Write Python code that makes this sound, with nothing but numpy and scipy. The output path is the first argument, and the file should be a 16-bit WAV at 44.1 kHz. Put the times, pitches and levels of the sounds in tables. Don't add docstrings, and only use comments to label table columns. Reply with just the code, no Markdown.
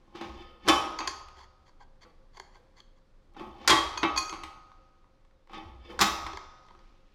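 import sys
import numpy as np
from scipy import signal
from scipy.fft import rfft, irfft, next_fast_len
from scipy.io import wavfile
from scipy.ndimage import uniform_filter1d, minimum_filter1d, map_coordinates

SR = 44100
rng = np.random.default_rng(int(sys.argv[2]) if len(sys.argv) > 2 else 0)


def attenuation_scalar(level_db):
    decades = np.asarray(level_db, float) / 20
    return 10 ** decades


def persist_wave(psi):
    counts = np.round(np.clip(psi, -1, 1) * 32767).astype(np.int16)
    wavfile.write(sys.argv[1], SR, np.atleast_2d(counts).T)


N = 314874


def unit(x):
    return x / np.sqrt(np.mean(x ** 2) + 1e-20)


def along(points, hz):
    f, v = np.transpose(points)
    return np.interp(np.log(hz + 1), np.log(f + 1), v)


def spectrum(points):
    return lambda f: attenuation_scalar(along(points, f))


def wobble(rate):
    knots = rng.standard_normal(int(N * rate / SR) + 4)
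    return map_coordinates(knots, [np.arange(N) * rate / SR])


def filtered(x, response):
    m = next_fast_len(len(x) + 8192)
    return irfft(rfft(x, m) * response(np.fft.rfftfreq(m, 1 / SR)), m)[:len(x)]


def resonant(peaks):
    def response(f):
        total = 0
        for k, (centre, width, db) in enumerate(peaks):
            damping = 1j * f * width
            total = total + (-1) ** k * attenuation_scalar(db) * damping / (centre * centre - f * f + damping)
        return total
    return response


def grit(rough_db, rate):
    return unit(attenuation_scalar(rough_db * wobble(rate)) * rng.standard_normal(N))


def heave(s, db, rise, fall):
    t = np.arange(N, dtype=np.float32) / np.float32(SR) - np.float32(s)
    slopes = np.float32(np.log(1000)) / np.abs(np.float32([rise, fall]))
    return np.float32(attenuation_scalar(db)) * np.exp(np.minimum(t * slopes[0], -t * slopes[1]))


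# (frequency [Hz], t60 [s])
SHOP = [(100, 0.17), (400, 0.75), (1500, 0.45), (5000, 0.46), (12000, 0.44)]


def shop(x):
    hz, t, z = signal.stft(rng.standard_normal(min(len(x), SR)), SR, nperseg=256)
    decay = attenuation_scalar(-60 * t / along(SHOP, hz)[:, None])
    tail = signal.istft(z * decay, SR, nperseg=256)[1]
    late = np.pad(tail / np.linalg.norm(tail), (200, 0))
    return signal.fftconvolve(x, late)[:len(x)]


def struck(blows, hz, level, t60, colour, room_db, rise, crack_s, damping, size, shorter=0):
    out, t = np.zeros(N + size), np.arange(size, dtype=np.float32) / SR
    hz, level, t60 = np.array([hz, level, t60], np.float32)[:, :, None]
    knots = np.arange(0, size + 1024, 512)
    blend = np.maximum(0, 1 - np.abs(np.arange(size) - knots[:, None]) / 512).astype(np.float32)
    lead = 128
    decay = attenuation_scalar(-60 * damping * t / t60).astype(np.float32)
    loose = (.6 * np.sqrt(hz / 2000 * np.minimum(2, .3 / t60))).astype(np.float32)
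    ring_swell = 1 - np.exp(-t / 0.0034)
    contact = 1 + 1.445 * attenuation_scalar(-60 * t / 0.36)
    onset = np.clip((np.arange(size) - lead) / 24 + 1, 0, 1)
    ending = np.minimum(1, 3 * (1 - t / t[-1])) ** 2
    hardest_db = max(blow[1] for blow in blows)
    for s, db, ring_db, treble_db in blows:
        slope = lambda f: treble_db / 2 * np.log2((f + 50) / 2000)
        scatter = 1.5 * rng.standard_normal(hz.shape)
        fade = attenuation_scalar(level + scatter + slope(hz)).astype(np.float32) * decay
        steps = rng.standard_normal((len(hz), len(knots)), np.float32)
        wander = (loose * np.cumsum(steps, axis=1)) @ blend
        ring = np.sum(fade * np.sin(np.float32(2 * np.pi) * hz * t + wander), axis=0)
        ring = np.pad(ring * ring_swell * contact, (lead, 0))[:size]
        crack_t60 = abs(crack_s) * attenuation_scalar(shorter * (db - hardest_db))
        burst = rng.standard_normal(size) * attenuation_scalar(-60 * t / crack_t60) * (1 - np.exp(-t / rise))
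        crack = filtered(np.pad(burst, (lead, 0))[:size], lambda f: colour(f) * attenuation_scalar(slope(f)))
        crack = crack * onset
        dry = attenuation_scalar(db - 3.5) * (crack / np.abs(crack).max() + attenuation_scalar(ring_db - 7.0) * ring)
        out[round(s * SR) - lead:][:size] += (dry + attenuation_scalar(room_db) * shop(dry)) * ending
    return out[:N]


# (frequency [Hz], density [dB per Hz])
AIR = [(12, -32.5), (20, 11.5), (33, 4.5), (49, -22.5), (70, -11), (241, -17), (377, -19), (527, -28),
       (574, -27), (1190, -26), (1290, -28.5), (2820, -37.5), (3340, -36.5), (4940, -39.5), (16000, -64)]
# (frequency [Hz], width [Hz], level [dB])
WHINE = (530, 13, -74.5)


def air():
    hz, width, whine_db = WHINE
    whine = attenuation_scalar(whine_db) * unit(filtered(rng.standard_normal(N), resonant([(hz, width, 0)])))
    fan = unit(filtered(rng.standard_normal(N), spectrum(AIR)))
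    return attenuation_scalar(-58 + wobble(3.7)) * fan + whine


# (time of the top [s], level [dB], t60 [s])
SWAY = [(0.27, -47.5, 0.88), (0.44, -68, 0.58), (0.69, -43, 1.2), (1.04, -54, 2.3), (3.48, -51.5, 1.2),
        (3.72, -39.5, 0.75), (3.92, -51.5, 1.8), (4.14, -47, .8), (4.43, -54, 0.34), (5.66, -46.5, 1.3),
        (6.03, -39.5, 0.74), (6.24, -41.5, 0.54), (6.62, -60, 1)]


def bench():
    rise_s, rest_db = 0.15, -72
    power = sum(heave(s, db, rise_s, t60) ** 2 for s, db, t60 in SWAY)
    legs = resonant([(63, 30, 0)])
    note = unit(filtered(rng.standard_normal(N), lambda f: legs(f) ** 2))
    return np.sqrt(attenuation_scalar(rest_db) ** 2 + power) * note


# (frequency [Hz], density [dB per Hz])
HALL = [(150, -18), (700, 1), (3000, -5), (6000, -4.5), (10000, -30.5)]


def hall(x, t60, level_db):
    t = np.arange(2 * SR) / SR
    tail = filtered(rng.standard_normal(len(t)), spectrum(HALL))
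    tail = tail * attenuation_scalar(-60 * t / t60) * (1 - np.exp(-t / 0.0044))
    blurred = x * unit(wobble(600))
    return attenuation_scalar(level_db) * signal.fftconvolve(blurred, tail / np.linalg.norm(tail))[:N]


# (frequency [Hz], width [Hz], level [dB])
HELD = [(380, 53, 2.5), (830, 410, 3), (1064, 330, 6), (1636, 250, 1), (2060, 380, 1), (3320, 330, 0.3),
        (4490, 430, 1), (6400, 930, -5), (7200, 410, -3), (10030, 5900, -15.5)]


def gripped(f):
    return resonant(HELD)(f) ** 2


# (time [s], level [dB], length [s], bass [dB])
SCRAPE = [(2.955, -69, 0.045, 3), (1.182, -57, .03, -11), (1.345, -55, 0.09, 3), (1.395, -58, 0.078, 1),
          (1.645, -62.5, 0.075, 1.5), (1.783, -62.5, 0.072, 6.5), (2.004, -54, 0.05506, 0.5),
          (2.09, -69, 0.023, 1), (2.318, -58, 0.1, -1.5), (2.365, -52.5, 0.023, 4),
          (2.512, -63, 0.091, 3.5), (2.75, -57.5, 0.076, 1)]


def disc_scrapes():
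    rub = unit(filtered(grit(2.5, rate=300), gripped))
    bass = filtered(rub, lambda f: 1 / (1 + (f / 1400) ** 6))
    t, slide = np.arange(N) / SR, np.zeros(N)
    for s, db, length, bass_db in SCRAPE:
        stroke = np.sin(np.pi * np.clip((t - s) / length, 0, 1)) ** 2.0
        slide += attenuation_scalar(db) * stroke * (rub + (attenuation_scalar(bass_db) - 1) * bass)
    return slide


# (time [s], level [dB])
NUDGES = [
    (1.812, -53.5),
    (1.83, -61),
    (2.558, -56.5),
]
# (frequency [Hz], width [Hz], level [dB])
RIM = [(809, 60, 1), (1594, 77, -3.5)]


def disc_nudges():
    bumps = sum(heave(s, db, rise=.03, fall=0.12) for s, db in NUDGES)
    return bumps * unit(filtered(rng.standard_normal(N), lambda f: resonant(RIM)(f) ** 2))


DISC_HZ = [1060, 2492, 3250, 4245, 4350, 4640, 4705, 4840, 5740, 6395, 6460, 6611, 7200, 7671, 8975, 10070,
           10680, 11680, 13400, 14600]
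# (t60 [s], firm grip [dB], loose grip [dB])
DISC = [(.17, 2.5, -0.5), (0.15, -8.5, -1.5), (0.045, -34, -40), (0.25, -13.5, -18), (0.15, -19, -3.5),
        (0.065, -1, 0), (0.18, -3, -22.5), (0.1, -11, -16), (0.27, -17, -16), (0.31, -13, -9),
        (0.081, -4.5, -4), (.2, -15, -18), (0.25, -17, -20), (0.18, -24, -23.5), (0.085, -18, -29),
        (0.182, -30, -27), (0.15, -32, -27), (0.14, -39, -33), (.12, -33, -35), (0.13, -37, -39)]
DISC_T60, FIRM_DB, LOOSE_DB = np.transpose(DISC)
# (time [s], peak [dB], treble [dB])
TICKS = [(2.369, -41, 1), (2.3975, -24.5, 0.5), (2.555, -46, -2.5), (2.802, -37, -1), (6.332, -26.5, -7.5),
         (6.3711, -25, -2), (6.6487, -47, -3.5), (6.664, -55, 4), (6.706, -40, -15), (6.7898, -48, -0.5)]


def disc_ticks():
    blows = [(s, db, -30, treble_db) for s, db, treble_db in TICKS]
    return struck(blows, DISC_HZ, FIRM_DB, DISC_T60, gripped, room_db=-8.5, rise=0.0003,
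                  crack_s=0.012, damping=4, size=SR // 5)


# (time [s], peak [dB], ring [dB], treble [dB])
CLINKS = [
    (0.9873, -21.5, -7, -0.5),
    (1.0735, -17.5, -6.5, 1),
]
# (time [s], peak [dB], ring [dB], treble [dB])
LOOSE = [
    (3.9736, -16.5, -14.5, -1),
    (4.1608, -22.5, -6, -3),
    (4.1742, -14, -8.5, 6),
    (4.2936, -26, -15, 2.5),
]


def disc_clinks():
    firm = struck(CLINKS, DISC_HZ, FIRM_DB, DISC_T60, gripped, room_db=-5.5, rise=0.000611,
                  crack_s=0.0178, damping=1.84, size=SR // 2)
    loose = struck(LOOSE, DISC_HZ, LOOSE_DB, DISC_T60, gripped, room_db=-6.5, rise=0.0006,
                   crack_s=.022, damping=0.96, size=SR // 2)
    return firm + loose


def disc():
    slide = disc_scrapes() + disc_nudges()
    return disc_clinks() + disc_ticks() + slide + attenuation_scalar(-14.0) * shop(slide)


SLIP_RISE_S = 0.022
# (frequency [Hz], t60 [s], level [dB])
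HANDLE = [(771, 2.2, -22.5), (1253, 1.37, 0), (1330, 1.3, -14)]
HANDLE_DB = [
    -54.5,
    -30,
    -35,
    -32,
    -28.5,
    -51,
]


def handle():
    starts = [HEAVES[0][1][0], PULL_ONE[1][0], PULL_TWO[1][0], PULL_THREE[1][0], REBOUNDS[0][0], KNOCKS[-3][0]]
    t, out = np.arange(N) / SR, np.zeros(N)
    for hz, t60, db in HANDLE:
        power = sum(heave(s, jolt_db, SLIP_RISE_S, t60) ** 2 for s, jolt_db in zip(starts, HANDLE_DB))
        out += attenuation_scalar(db) * np.sqrt(power) * np.sin(2 * np.pi * hz * t + 0.98 * wobble(12))
    return out


# (frequency [Hz], width [Hz])
GROAN = (490, 29)
# (time of the top [s], level [dB], rise [s], fall [s])
GROANS = [
    (.5, -60, .3, .5),
    (2.06, -60.5, .05, 0.52),
    (2.57, -61.5, 0.044, 0.43),
    (5.91, -49.5, .15, 0.54),
]


def frame_groan():
    note = unit(filtered(rng.standard_normal(N), resonant([(*GROAN, 0)])))
    return sum(heave(*stroke) for stroke in GROANS) * note


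# (frequency [Hz], width [Hz], level [dB])
SQUEAL = [(1775, 50, -3), (2250, 50, -3.5), (2620, 30, -3), (3070, 51, 0), (3530, 33, 0), (4360, 40, -12.5),
          (4900, 90, -12.5), (5560, 60, -19)]
# (time of the top [s], level [dB], 60 dB rise [s], 60 dB fall [s])
SQUEALS = [(.16, -57, -0.05, 0.4), (.23, -57, 0.26, .4), (.41, -56, .35, 0.73), (0.669, -52, 0.18, -0.5),
           (3.38, -57, 0.02, .5), (3.615, -59, 0.3, 1.2), (5.55, -50, 0.12, .5), (5.85, -60, 0.2, .9),
           (5.91, -57.5, 0.17, -0.2)]


def blade_squeal():
    song = unit(filtered(grit(1.5, rate=60), resonant(SQUEAL)))
    return sum(heave(*stroke) for stroke in SQUEALS) * song


# (frequency [Hz], width [Hz], level [dB])
PIVOT = [(129.4, 7.6, -5), (210, 18, 1.5), (343.3, 19, 7), (530, 19, -4), (805, 45, -1), (1080, 26, -1),
         (1240, 6, -3)]
# (frequency [Hz], density [dB per Hz])
RASP = [(1200, -3.5), (1900, 0.5), (2800, 0), (3600, -3.5), (5000, -6.5), (6500, -13), (8500, -31.5),
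        (16000, -45.5)]
# (time [s], force [dB], 60 dB fall [s], brightness [dB])
SLIPS = [
    [(0.085, -68, 0, -10), (0.153, -43.5, 0.37, -4.5), (0.214, -37, 0.28, -4.5)],
    [(3.368, -48, -0.14, -4.5), (3.398, -41.5, 0.58, -17.5), (3.613, -56, 4, -1.5)],
    [(5.5, -52, 0.9, -11.5), (5.85, -59, 2, -1.5), (5.9, -46, 1.5, -12), (6.712, -61.5, 0.7, -12),
     (6.8, -77.5, 8, 8.5)],
]
# (time of the top [s], force [dB], 60 dB rise [s], 60 dB fall [s], brightness [dB])
HEAVES = [
    [(0.3, -51.5, 0.96, 1.5, -11), (0.43, -50.5, 0.67, 0.1, -5.5), (0.668, -48.5, 0, 0.1, -3.5),
     (0.677, -30, 0.09, 0.66, -6.5)],
    [(3.46, -51, 0.46, 1, -21.5), (3.672, -50, -0.5, 1.5, -7.5)],
    [(5.545, -51.5, 0.05, 0.07, 2.5), (5.6, -50.5, 0.24, 1, -11)],
]


def pivot_drag():
    hum = unit(filtered(grit(2, rate=200), resonant(PIVOT)))
    rasp = unit(filtered(grit(1.5, rate=300), lambda f: spectrum(RASP)(f) * (f > 900)))
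    rasp = rasp * attenuation_scalar(1.5 * wobble(30))
    strokes = [(s, db, SLIP_RISE_S, fall, bright_db) for s, db, fall, bright_db in sum(SLIPS, [])]
    strokes += sum(HEAVES, [])
    drag = np.zeros(N)
    for s, db, rise, fall, bright_db in strokes:
        drag += heave(s, db - 3.0, rise, fall) * (hum + attenuation_scalar(bright_db - 2.5) * rasp)
    return drag


def lever():
    return pivot_drag() + blade_squeal() + frame_groan()


FRAME_HZ = [133, 205, 326, 378, 575, 598, 803, 868, 1046, 1100, 1140, 1254, 1290, 1336]
# (t60 [s], first pull [dB], second pull [dB], third pull [dB], small knocks [dB])
FRAME = [(0.24, -19.5, -18.5, -18, -21), (0.14, -16.5, -17, -6, -11.5), (0.21, 8, -2.5, -3.5, -1.5),
         (0.19, -11, -5.5, -11.5, -12), (0.39, -13.5, -17, -18.5, -19.5), (0.085, -19.5, -3.5, -18, -23),
         (0.6, -7, -11, -7.5, -5.5), (0.85, -9.5, -10, -16.5, -7), (0.32, -7, -2.5, -8.5, -13.5),
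         (0.36, 0, -2.5, -8, -15.5), (0.86, -9.5, -8, -11, -6), (1.3, -23, -24, -24, -10.5),
         (0.21, 2, -13.5, -19, -12.5), (1.2, -17, -25.5, -19.5, -21.5)]
BLADE_HZ = [1545, 1712, 1915, 2062, 2186, 2340, 2525, 2625, 2832, 3058, 3233, 3268, 3302, 3520, 3773, 4005,
            4441, 4829, 5560, 5922, 6874, 9500]
# (t60 [s], first pull [dB], second pull [dB], third pull [dB], small knocks [dB])
BLADE = [(0.35, -18.5, -13, -15.5, -18.5), (0.44, -13.5, -23.5, -16.5, -17.5),
         (0.47, -23.5, -12.5, -15.5, -15.5), (0.33, -18.5, -4.5, -14, -14), (0.45, -17, -17, -17, -15.5),
         (.5, -14, -22, -30, -13.5), (0.56, -13, -17.5, -19, -18.5), (0.66, -14, -19.5, -19.5, -16),
         (0.19, -27.5, -21, -19, -17.5), (0.37, -3, -21, -16, -20), (0.31, -21.5, -3, -13, -19.5),
         (0.33, -21.5, -7.5, -23, -16.5), (0.071, -24.5, -9, -11, -20.5), (0.15, -6, -13.5, -5, -19),
         (0.3, -22.5, -7, -12, -17.5), (0.1, -20.5, -17.5, -26, -22), (0.12, -18.5, -14.5, -14, -26),
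         (.5, -23.5, -22.5, -23, -28), (0.46, -16, -28, -23.5, -30), (0.57, -25.5, -23.5, -26, -29.5),
         (0.08, -27, -16, -16, -34.5), (0.05, -29, -24.5, -10.5, -40)]
MODE_HZ = FRAME_HZ + BLADE_HZ
MODE_T60, FIRST_DB, SECOND_DB, THIRD_DB, SMALL_DB = np.transpose(FRAME + BLADE)
REBOUND_DB = [-19, -7, 1, -10, -19.5, -15, -6, -8.5, -13, -11, -10, -14, -12, -18, -20, -19, -15, -15.5,
              -11, -13, -19, -15.5, -15.5, -18, -17, -18.5, -16, -15, -17.5, -19, -26, -28, -30.5, -35, -35,
              -40]
# (time [s], peak [dB], treble [dB])
PINS = [(.158, -44, 8.5), (0.2124, -38, 8.5), (1.285, -37.5, 2), (3.337, -54, 6.5), (3.397, -48, 4),
        (4.717, -42.5, -4), (5.0429, -51, -5), (5.25, -51.5, -1.5), (5.31, -55.5, -2), (5.473, -48, 0),
        (5.5182, -44, -1), (5.533, -46, 7), (5.58, -44, 8), (6.6854, -41, -10), (6.7503, -45.5, -5)]
# (frequency [Hz], density [dB per Hz])
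PIN = [(250, -38), (700, -7.5), (1100, 10), (1500, -5), (2100, 0.5), (2800, -7.5), (3600, -7), (5000, -13),
       (9000, -23.5), (16000, -40.5)]


def pin_clicks():
    blows = [(s, db, -25, treble_db) for s, db, treble_db in PINS]
    frame = len(FRAME)
    return struck(blows, FRAME_HZ, SMALL_DB[:frame], MODE_T60[:frame], spectrum(PIN), room_db=-5.5,
                  rise=.0003, crack_s=0.016, damping=4.5, size=SR // 6)


# (time [s], peak [dB], ring [dB], treble [dB])
SETTLES = [
    (4.3259, -24.5, -10, -1.5),
    (4.338, -30, -10, -0.5),
    (4.4345, -26, -13, 2),
    (6.2647, -23, -15.5, -2.5),
]


def link_settles():
    return struck(SETTLES, MODE_HZ, REBOUND_DB, MODE_T60, spectrum(PIN), room_db=-3.5, rise=0.00049,
                  crack_s=0.0387, damping=2.26, size=2 * SR // 5)


# (time [s], peak [dB], ring [dB], treble [dB])
KNOCKS = [(0.151, -38, -9.5, -4), (0.2115, -28, -11, -1.5), (1.004, -21, -11, 2.5), (1.013, -30.5, -9.5, 2),
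          (2.049, -46.5, -11, -3.5), (3.346, -45.5, -10.5, -2.5), (3.366, -37.5, -13, -3.5),
          (3.395, -31, -10.5, -3), (3.615, -46, -11, -3), (3.647, -35, -12.5, -4),
          (5.495, -41, -10.5, -0.5), (5.533, -32.5, -6, 2.5), (5.571, -36, -9, -9), (5.897, -45, -5, -2)]
# (frequency [Hz], density [dB per Hz])
CRACK = [(59, -51.5), (100, -22.5), (302, -0.5), (502, -18.5), (752, -4.5), (1280, -3), (1610, -13.5),
         (3620, -16.5), (11900, -58), (16000, -71)]


def link_knocks():
    return struck(KNOCKS, MODE_HZ, SMALL_DB, MODE_T60, spectrum(CRACK), room_db=-2.0, rise=0.00058,
                  crack_s=.025, damping=1.4, size=SR // 3)


# (time [s], peak [dB], ring [dB], treble [dB])
SNAPS = [
    (3.676, -2, -24, -1),
    (5.991, -14, -26, -5),
]
# (frequency [Hz], density [dB per Hz])
SNAP = [(200, -35), (600, -13), (1000, -3.5), (1550, -0.5), (2000, -6.5), (2800, -15), (4500, -7),
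        (7000, -12), (16000, -35)]


def blade_snaps():
    return struck(SNAPS, MODE_HZ, SECOND_DB, MODE_T60, spectrum(SNAP), room_db=-7.0, rise=.0002,
                  crack_s=.065, damping=1.6, size=SR // 2)


# (time [s], peak [dB], ring [dB], treble [dB])
PULL_ONE = [
    (0.678, -11, -15, -1.5),
    (0.685, -3, -9, 3.5),
    (0.694, -8.5, -9, 0),
]
PULL_TWO = [
    (3.694, -2, -13, 0.5),
    (3.702, -3, -12, 1.1),
    (3.723, -8, -15, -5),
]
PULL_THREE = [
    (6.005, -11.5, -13.5, -4),
    (6.011, -1, -16, 2),
    (6.026, -14, -17, -3),
]
# (time [s], peak [dB], ring [dB], treble [dB])
REBOUNDS = [
    (4.031, -10, -9, 2.5),
    (4.038, -13, -9, 3),
    (4.05, -17.5, -7.5, -2.5),
]
# (frequency [Hz], density [dB per Hz])
SLAM_ONE = [(59, -53.5), (100, -26.5), (322, -7), (492, -10), (1310, -7.5), (2800, -17), (3050, -13),
            (4200, -17.5), (5650, -18), (16000, -47)]
SLAM_TWO = [(59, -51.5), (100, -28.5), (343, -7.5), (558, -13.5), (854, -2.5), (2800, -9), (3320, -5),
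            (5420, -11.5), (6990, -16), (16000, -41)]
SLAM_THREE = [(59, -40), (100, -15), (343, -7.5), (583, -11), (1060, 0.5), (2860, -9.5), (3700, -7.5),
              (6840, -12.5), (8830, -24), (16000, -29)]
# (crack t60 of the hardest blow [s], damping [factor])
HANDLING = [
    (0.049, 1.72),
    (0.067, 1.22),
    (0.084, 0.93),
    (0.026, 1.93),
]


def slams():
    blows = [PULL_ONE, PULL_TWO, PULL_THREE, REBOUNDS]
    levels = [FIRST_DB, SECOND_DB, THIRD_DB, REBOUND_DB]
    cracks = [SLAM_ONE, SLAM_TWO, SLAM_THREE, CRACK]
    out = np.zeros(N)
    for hits, mode_db, crack, (crack_s, damping) in zip(blows, levels, cracks, HANDLING):
        out += struck(hits, MODE_HZ, mode_db, MODE_T60, spectrum(crack), room_db=-6.0, rise=0.00019,
                      crack_s=crack_s, damping=damping, size=7 * SR // 10, shorter=0.78)
    return out


def shear():
    return pin_clicks() + link_settles() + link_knocks() + blade_snaps() + slams()


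def scene():
    work = disc() + handle() + lever() + shear()
    return (air() + bench() + hall(work, t60=1.177, level_db=-22) + work)[None]


def top_cut(x):
    return signal.sosfilt(signal.butter(12, 16730, fs=SR, output="sos"), x)


def record(dry):
    need = np.minimum(1, .39 / (np.abs(dry) + 1e-9))
    gain = uniform_filter1d(minimum_filter1d(need, size=129), size=65)
    mix = filtered((dry * gain)[0], lambda f: 1 / (1 + (f / 16000) ** 60))[None]
    return top_cut(mix)


dry = scene()
out = record(dry)
persist_wave(out)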